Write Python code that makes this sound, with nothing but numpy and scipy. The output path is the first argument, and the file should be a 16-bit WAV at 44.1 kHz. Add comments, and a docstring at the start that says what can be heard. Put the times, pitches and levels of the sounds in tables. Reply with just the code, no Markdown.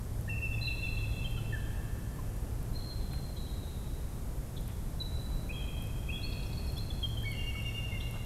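"""Dawn in a pine forest, heard from a microphone fixed high in a tree.
From the start, wind rumbles and a low hum wavers under the microphone's hiss and a few tiny ticks.
Birds begin to chip and pipe with their voice box, the syrinx; each note echoes long among the trunks.
Near 3 s come held whistles, rasping notes, a rustle in the branches and soft snaps of twigs.
From 5.5 s a short tune climbs in steps, twice, and the songs overlap more busily towards the end."""
import sys
import numpy as np
from scipy import signal
from scipy.fft import rfft, irfft, next_fast_len
from scipy.io import wavfile
from scipy.ndimage import map_coordinates

SR = 44100
rng = np.random.default_rng(int(sys.argv[2]) if len(sys.argv) > 2 else 0)


def materialize(psi):
    """Save the field psi as 16-bit PCM at rate SR to the path in sys.argv[1].

    A 1-D psi becomes a single channel; in a 2-D psi each row is a channel.
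    """
    bounded = np.clip(np.atleast_2d(psi).T, -1, 1)
    quanta = np.round(bounded * 32767).astype(np.int16)
    wavfile.write(sys.argv[1], SR, quanta)


N = 363825


def amp(db):
    """Turn decibels into a factor to multiply a sound by."""
    return 10 ** (np.asarray(db) / 20)


def unit(x):
    """Scale a sound to an average strength (rms) of 1."""
    return x / np.sqrt(np.mean(x ** 2) + 1e-20)


def wobble(rate, size=N):
    """A smooth curve through `rate` random values a second."""
    points = rng.standard_normal(int(size * rate / SR) + 4)
    return map_coordinates(points, [np.arange(size) * rate / SR])


def filtered(x, response):
    """Turn each frequency of a sound up or down by the factor response(hz)."""
    size = next_fast_len(len(x) + 8192)
    return irfft(rfft(x, size) * response(np.fft.rfftfreq(size, 1 / SR)), size)[:len(x)]


def noise(spectrum):
    """Noise of strength 1 whose tone colour follows rows of f/Hz, relative level/dB."""
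    f, db = np.transpose(spectrum)
    white = rng.standard_normal(N)
    return unit(filtered(white, lambda hz: amp(np.interp(np.log(hz + 1), np.log(f), db))))


def add(track, start, sound):
    """Mix a sound into the track, `start` seconds in."""
    part = track[max(round(start * SR), 0):][:len(sound)]
    part += sound[:len(part)]


def wind(level_db=-36.5, gust_db=.5):
    """Far wind: a steady rumble that swells only slightly."""
    # tone colour of the wind: f/Hz, relative level/dB
    spectrum = [(12, -7.5), (24, 0.5), (65, 1), (90, -5), (125, -5), (165, -10.5), (315, -20), (630, -25.5),
                (1250, -34), (2300, -41), (4500, -49.5), (9000, -62)]
    return amp(level_db + gust_db * wobble(1.843)) * noise(spectrum)


def hum(hum_hz=109.45, gain_db=-1.5):
    """A low tone that wavers in pitch and strength."""
    # slow rise and fall of the hum: t/s, relative level/dB
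    loudness = [(0, -42), (.3, -37.5), (1.4, -40), (2.001, -44), (2.7, -43.5), (3.3, -59), (4.5, -44.5),
                (5.2, -52), (5.8, -44), (7, -43), (8.2, -40.5)]
    db = np.interp(np.arange(N) / SR, *np.transpose(loudness)) + gain_db + 1.5 * wobble(9.8)
    hz = hum_hz + 4.5 * wobble(12)
    return amp(db) * np.sqrt(2) * np.sin(2 * np.pi * np.cumsum(hz) / SR)


def ticks(pitch_hz=11400, faint_db=(-46, -35)):
    """Tiny high ticks, a few vibrations long; fainter ones fall at random between the clear ones."""
    # clear ticks: t/s, peak level/dB
    clear = [(.21, -35), (1.309, -36), (4.678, -32), (5.823, -32), (5.870, -36), (6.779, -32), (7.227, -36),
             (7.317, -30.5), (8.11, -32)]
    out, t = np.zeros(N), np.arange(-64, 64) / SR
    tick = np.exp(-(t / .00012) ** 2) * np.cos(2 * np.pi * pitch_hz * t)
    faint = rng.uniform((0, faint_db[0]), (N / SR, faint_db[1]), size=(16, 2))
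    for start, db in [*clear, *faint]:
        add(out, start, amp(db) * tick)
    return out


def syrinx(length, pitches, quaver, edge):
    """A bird's voice box glides through the pitches, trembling a little; gives phase and loudness."""
    progress = np.linspace(0, 1, max(int(length * SR), 64))
    hz = np.interp(progress, np.linspace(0, 1, len(pitches)), pitches)
    hz *= 1 + quaver * wobble(246, size=SR // 2)[:len(progress)]
    # fading in and fading out each take the share `edge` of the note
    ramp = np.clip(np.minimum(progress, 1 - progress) / edge, 0, 1)
    return 2 * np.pi * np.cumsum(hz) / SR, np.sqrt(2) * np.sin(np.pi / 2 * ramp)


def among_trees(note, hz, echo_db, forest_db=-1, branch_db=-12):
    """A note bounces off near branches and echoes among trunks; air and needles soak up high notes."""
    # how the echo dies away: t after the note/s, relative level/dB
    decay = [(0, 2.5), (.03, -1), (.15, -2.5), (.36, -3), (.44, -5), (1, -10.5), (2.2, -27)]
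    t = np.arange(2 * SR) / SR
    loss_db = 4.5 * t * hz / 1000  # higher notes die sooner
    trunks = rng.standard_normal(len(t)) * amp(np.interp(t, *np.transpose(decay)) - loss_db)
    branches = rng.standard_normal(len(t)) * np.exp(-t / 0.05)
    paths = amp(forest_db + echo_db) * trunks / np.linalg.norm(trunks)
    paths += amp(branch_db) * branches / np.linalg.norm(branches)
    paths[0] += 1  # the sound that arrives directly
    return signal.fftconvolve(note, paths)


def chip(length, hz, sweep_hz, db, echo_db):
    """A brief, pure note that slides in pitch by sweep_hz, with its echo."""
    phase, swell = syrinx(length, [hz - sweep_hz / 2, hz + sweep_hz / 2], quaver=.012, edge=.27)
    return among_trees(amp(db) * swell * np.sin(phase), hz, echo_db)


def chips(twitter_note_s=0.0212):
    """Birds sing chips singly, in a climbing tune, and in even twitters that drift down in pitch."""
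    # single chips: t/s, length/s, f/Hz, sweep/Hz, level/dB, echo boost/dB
    singles = [ (.278, 0.017, 1830, 70, -44, -2.5), (0.61, 0.032, 4060, 183, -44, 6),
               (0.645, 0.035, 3980, -140, -40, -3), (1.242, 0.027, 3174, -70, -43.5, -1),
               (1.36, 0.038, 3100, -260, -53.5, 2), (1.372, .024, 1367, -64, -54.5, -1),
               (1.523, 0.034, 1760, -85, -41, -3.5), (1.546, .027, 1630, -170, -51, 4),
               (2.185, 0.021, 1040, -145, -50.5, -22), (2.728, 0.023, 4097, 200, -55.5, 12),
               (4.999, 0.0307, 3953, -50, -38, -1.5), (6.214, 0.015, 3870, 197, -55, 2),
               (6.462, 0.014, 5450, -200, -55, -4), (6.765, .026, 3430, 150, -47, -9),
               (6.902, 0.013, 3390, -140, -43, -3),     (7.027, .034, 3210, -130, -34.5, -6),
               (7.169, 0.02, 3156, -29, -41.5, -2.5), (7.233, 0.014, 1750, 126, -51, 1),
               (7.31, 0.0394, 2857, -300, -59, 13.5), (7.549, .015, 1294, -90, -51.5, -2),
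               (8.007, 0.028, 3950, -100, -56, 4)]
    # steps of the tune: delay/s, length/s, pitch ratio, sweep/Hz, added level/dB, added echo/dB
    steps = [(0, 0.0266, 1, 272, -1, 2.5), (.033, 0.0606, 1.295, 110, -7.5, 2.5),
             (.141, .034, 1.68, 260, -4.5, -1)]
    # each singing of the tune: t/s, steps sung, first f/Hz, base level/dB, echo boost/dB
    climbs = [(5.491, 2, 2513, -43, 1), (6.087, 3, 2581, -38.5, -0.5)]
    # soft twitters: t/s, notes, spacing/s, first f/Hz, last f/Hz, sweep/Hz,
    # first level/dB, last level/dB, echo boost/dB
    twitters = [ (0.527, 5, .15, 3480, 3410, 202, -55.5, -55, 7),
                (3.365, 4, 0.13, 3970, 3670, -350, -50.5, -64.5, 6),
                (6.568, 3, .106, 4326, 4154, 280, -52, -50, 5.5),
                (7.63, 3, .14, 3560, 3550, -150, -64.5, -68, 13.5)]
    out = np.zeros(N)
    for start, *note in singles:
        add(out, start, chip(*note))
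    for start, count, hz, db, echo_db in climbs:
        for delay, length, ratio, sweep_hz, step_db, step_echo_db in steps[:round(count)]:
            step = chip(length, hz * ratio, sweep_hz, db + step_db, echo_db + step_echo_db)
            add(out, start + delay, step)
    for start, count, spacing, first_hz, last_hz, sweep_hz, first_db, last_db, echo_db in twitters:
        notes = np.linspace((first_hz, first_db), (last_hz, last_db), round(count))
        for k, (hz, db) in enumerate(notes):
            add(out, start + k * spacing, chip(twitter_note_s, hz, sweep_hz, db, echo_db))
    return out


def whistle(length, hz, flick, db, echo_db, octave_db):
    """A held note with a weak overtone an octave up; at the end its pitch drops by the share `flick`."""
    pitches = hz * (1 - flick * np.linspace(0, 1) ** 7)
    phase, swell = syrinx(length, pitches, quaver=.009, edge=.19)
    tone = np.sin(phase) + amp(octave_db) * np.sin(2 * phase)
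    return among_trees(amp(db) * swell * tone, hz, echo_db)


def whistles(pipe_s=0.0577, pipe_flick=0.081, crest=0.57, swell_db=2):
    """Birds whistle singly and in piping runs that swell, slow and fade, their echoes ringing as one."""
    # single whistles: t/s, length/s, f/Hz, flick share, level/dB, echo boost/dB, overtone/dB
    singles = [(2.746, 0.038, 4180, 0, -48.5, 2.5, -40), (2.82, 0.13, 4206, 0.0087, -52.5, -3, -40),
               (3.11, 0.07, 4170, 0.019, -54, 4, -40), (5.567, 0.078, 3225, 0.064, -52.5, 6, -40),
               (7.242, .105, 2225, 0.1, -46.5, 4, -13.5), (7.913, 0.052, 2148, 0.049, -49, 2, -30)]
    # piping runs: t/s, notes, first to last note/s, slowing (1 = even pace), f/Hz, pitch fall/Hz,
    # top level/dB, final fade/dB, echo boost/dB, overtone/dB
    runs = [(.289, 8, .897, 1.54, 2703, 34, -39.5, 12, 0, -30),
            (7.366, 7, .572, 1.02, 2819, 22, -44.5, 6, 1.5, -20.5)]
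    out = np.zeros(N)
    for start, *note in singles:
        add(out, start, whistle(*note))
    for start, count, span, slowing, hz, fall_hz, db, fade_db, echo_db, octave_db in runs:
        for progress in np.linspace(0, 1, round(count)):
            # the run is loudest where its progress reaches `crest`
            before_crest = max(1 - progress / crest, 0)
            past_crest = max((progress - crest) / (1 - crest), 0)
            note_db = db - swell_db * before_crest ** 2 - fade_db * past_crest ** 2
            note = whistle(pipe_s, hz - fall_hz * progress, pipe_flick, note_db, echo_db, octave_db)
            add(out, start + span * progress ** slowing, note)
    return out


def burst(length, hz, width_hz):
    """A short swell of noise in a band of frequencies around hz."""
    progress = np.linspace(0, 1, max(int(length * SR), 64))
    band = filtered(rng.standard_normal(SR // 4), lambda f: np.exp(-2 * ((f - hz) / width_hz) ** 2))
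    return unit(band[:len(progress)]) * np.sqrt(np.abs(np.sin(np.pi * progress)))


def rasps(spacing_s=.102):
    """Harsh chatter: the syrinx flutters unevenly and makes noise instead of a tone."""
    # rasps, alone or in a rattle: t/s, notes, length/s, centre f/Hz, width/Hz, level/dB, echo boost/dB
    calls = [ (2.803, 4, .011, 3500, 500, -62, 7), (3.362, 2, 0.025, 3270, 250, -59.5, -1),
             (4.564, 1, .022, 3600, 700, -50, -0.5), (6.322, 3, 0.015, 4180, 1200, -51.5, -1),
             (6.662, 2, .024, 5300, 450, -60, -1), (7.999, 1, 0.017, 3430, 500, -46.5, -1)]
    out = np.zeros(N)
    for start, count, length, hz, width_hz, db, echo_db in calls:
        for k in range(round(count)):
            note = amp(db) * burst(length, hz, width_hz)
            add(out, start + k * spacing_s, among_trees(note, hz, echo_db))
    return out


def rustles():
    """Branches stir close by with a brief, soft brushing sound."""
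    # stirrings: t/s, length/s, centre f/Hz, level/dB
    stirrings = [(3.123, 0.061, 2300, -67), (4.674, 0.057, 2200, -61), (8.133, 0.05, 975, -50.5)]
    out = np.zeros(N)
    for start, length, hz, db in stirrings:
        add(out, start, amp(db) * burst(length, hz, width_hz=0.88 * hz))
    return out


def twigs(decay_s=.007, dull_above_hz=3200):
    """Twigs snap softly, each a dull puff of noise that dies at once."""
    # snaps: t/s, starting level before dulling/dB
    snaps = [(3.135, -38.5), (3.178, -43), (4.685, -47)]
    out, t = np.zeros(N), np.arange(SR // 20) / SR
    for start, db in snaps:
        add(out, start, amp(db) * np.exp(-t / decay_s) * rng.standard_normal(len(t)))
    return filtered(out, lambda hz: 1 / (1 + (hz / dull_above_hz) ** 4))


def scene():
    """All the sounds of the forest, added into one channel."""
    birds = whistles() + chips() + rasps()
    return (birds + twigs() + rustles() + ticks() + wind() + hum())[None]


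def record(dry, hiss_db=-58.0, top_hz=15700):
    """The microphone adds its own hiss and keeps nothing above top_hz."""
    # tone colour of the hiss: f/Hz, relative level/dB
    spectrum = [(500, -7.5), (3000, -5.5), (5000, -1.5), (8000, 1), (11500, 1.5), (13200, 1.5),
                (13900, -2.5), (14150, -29), (15600, -15.5)]
    hiss = amp(hiss_db) * noise(spectrum)
    return filtered(dry[0] + hiss, lambda hz: hz < top_hz)[None]


dry = scene()
out = record(dry)
materialize(out)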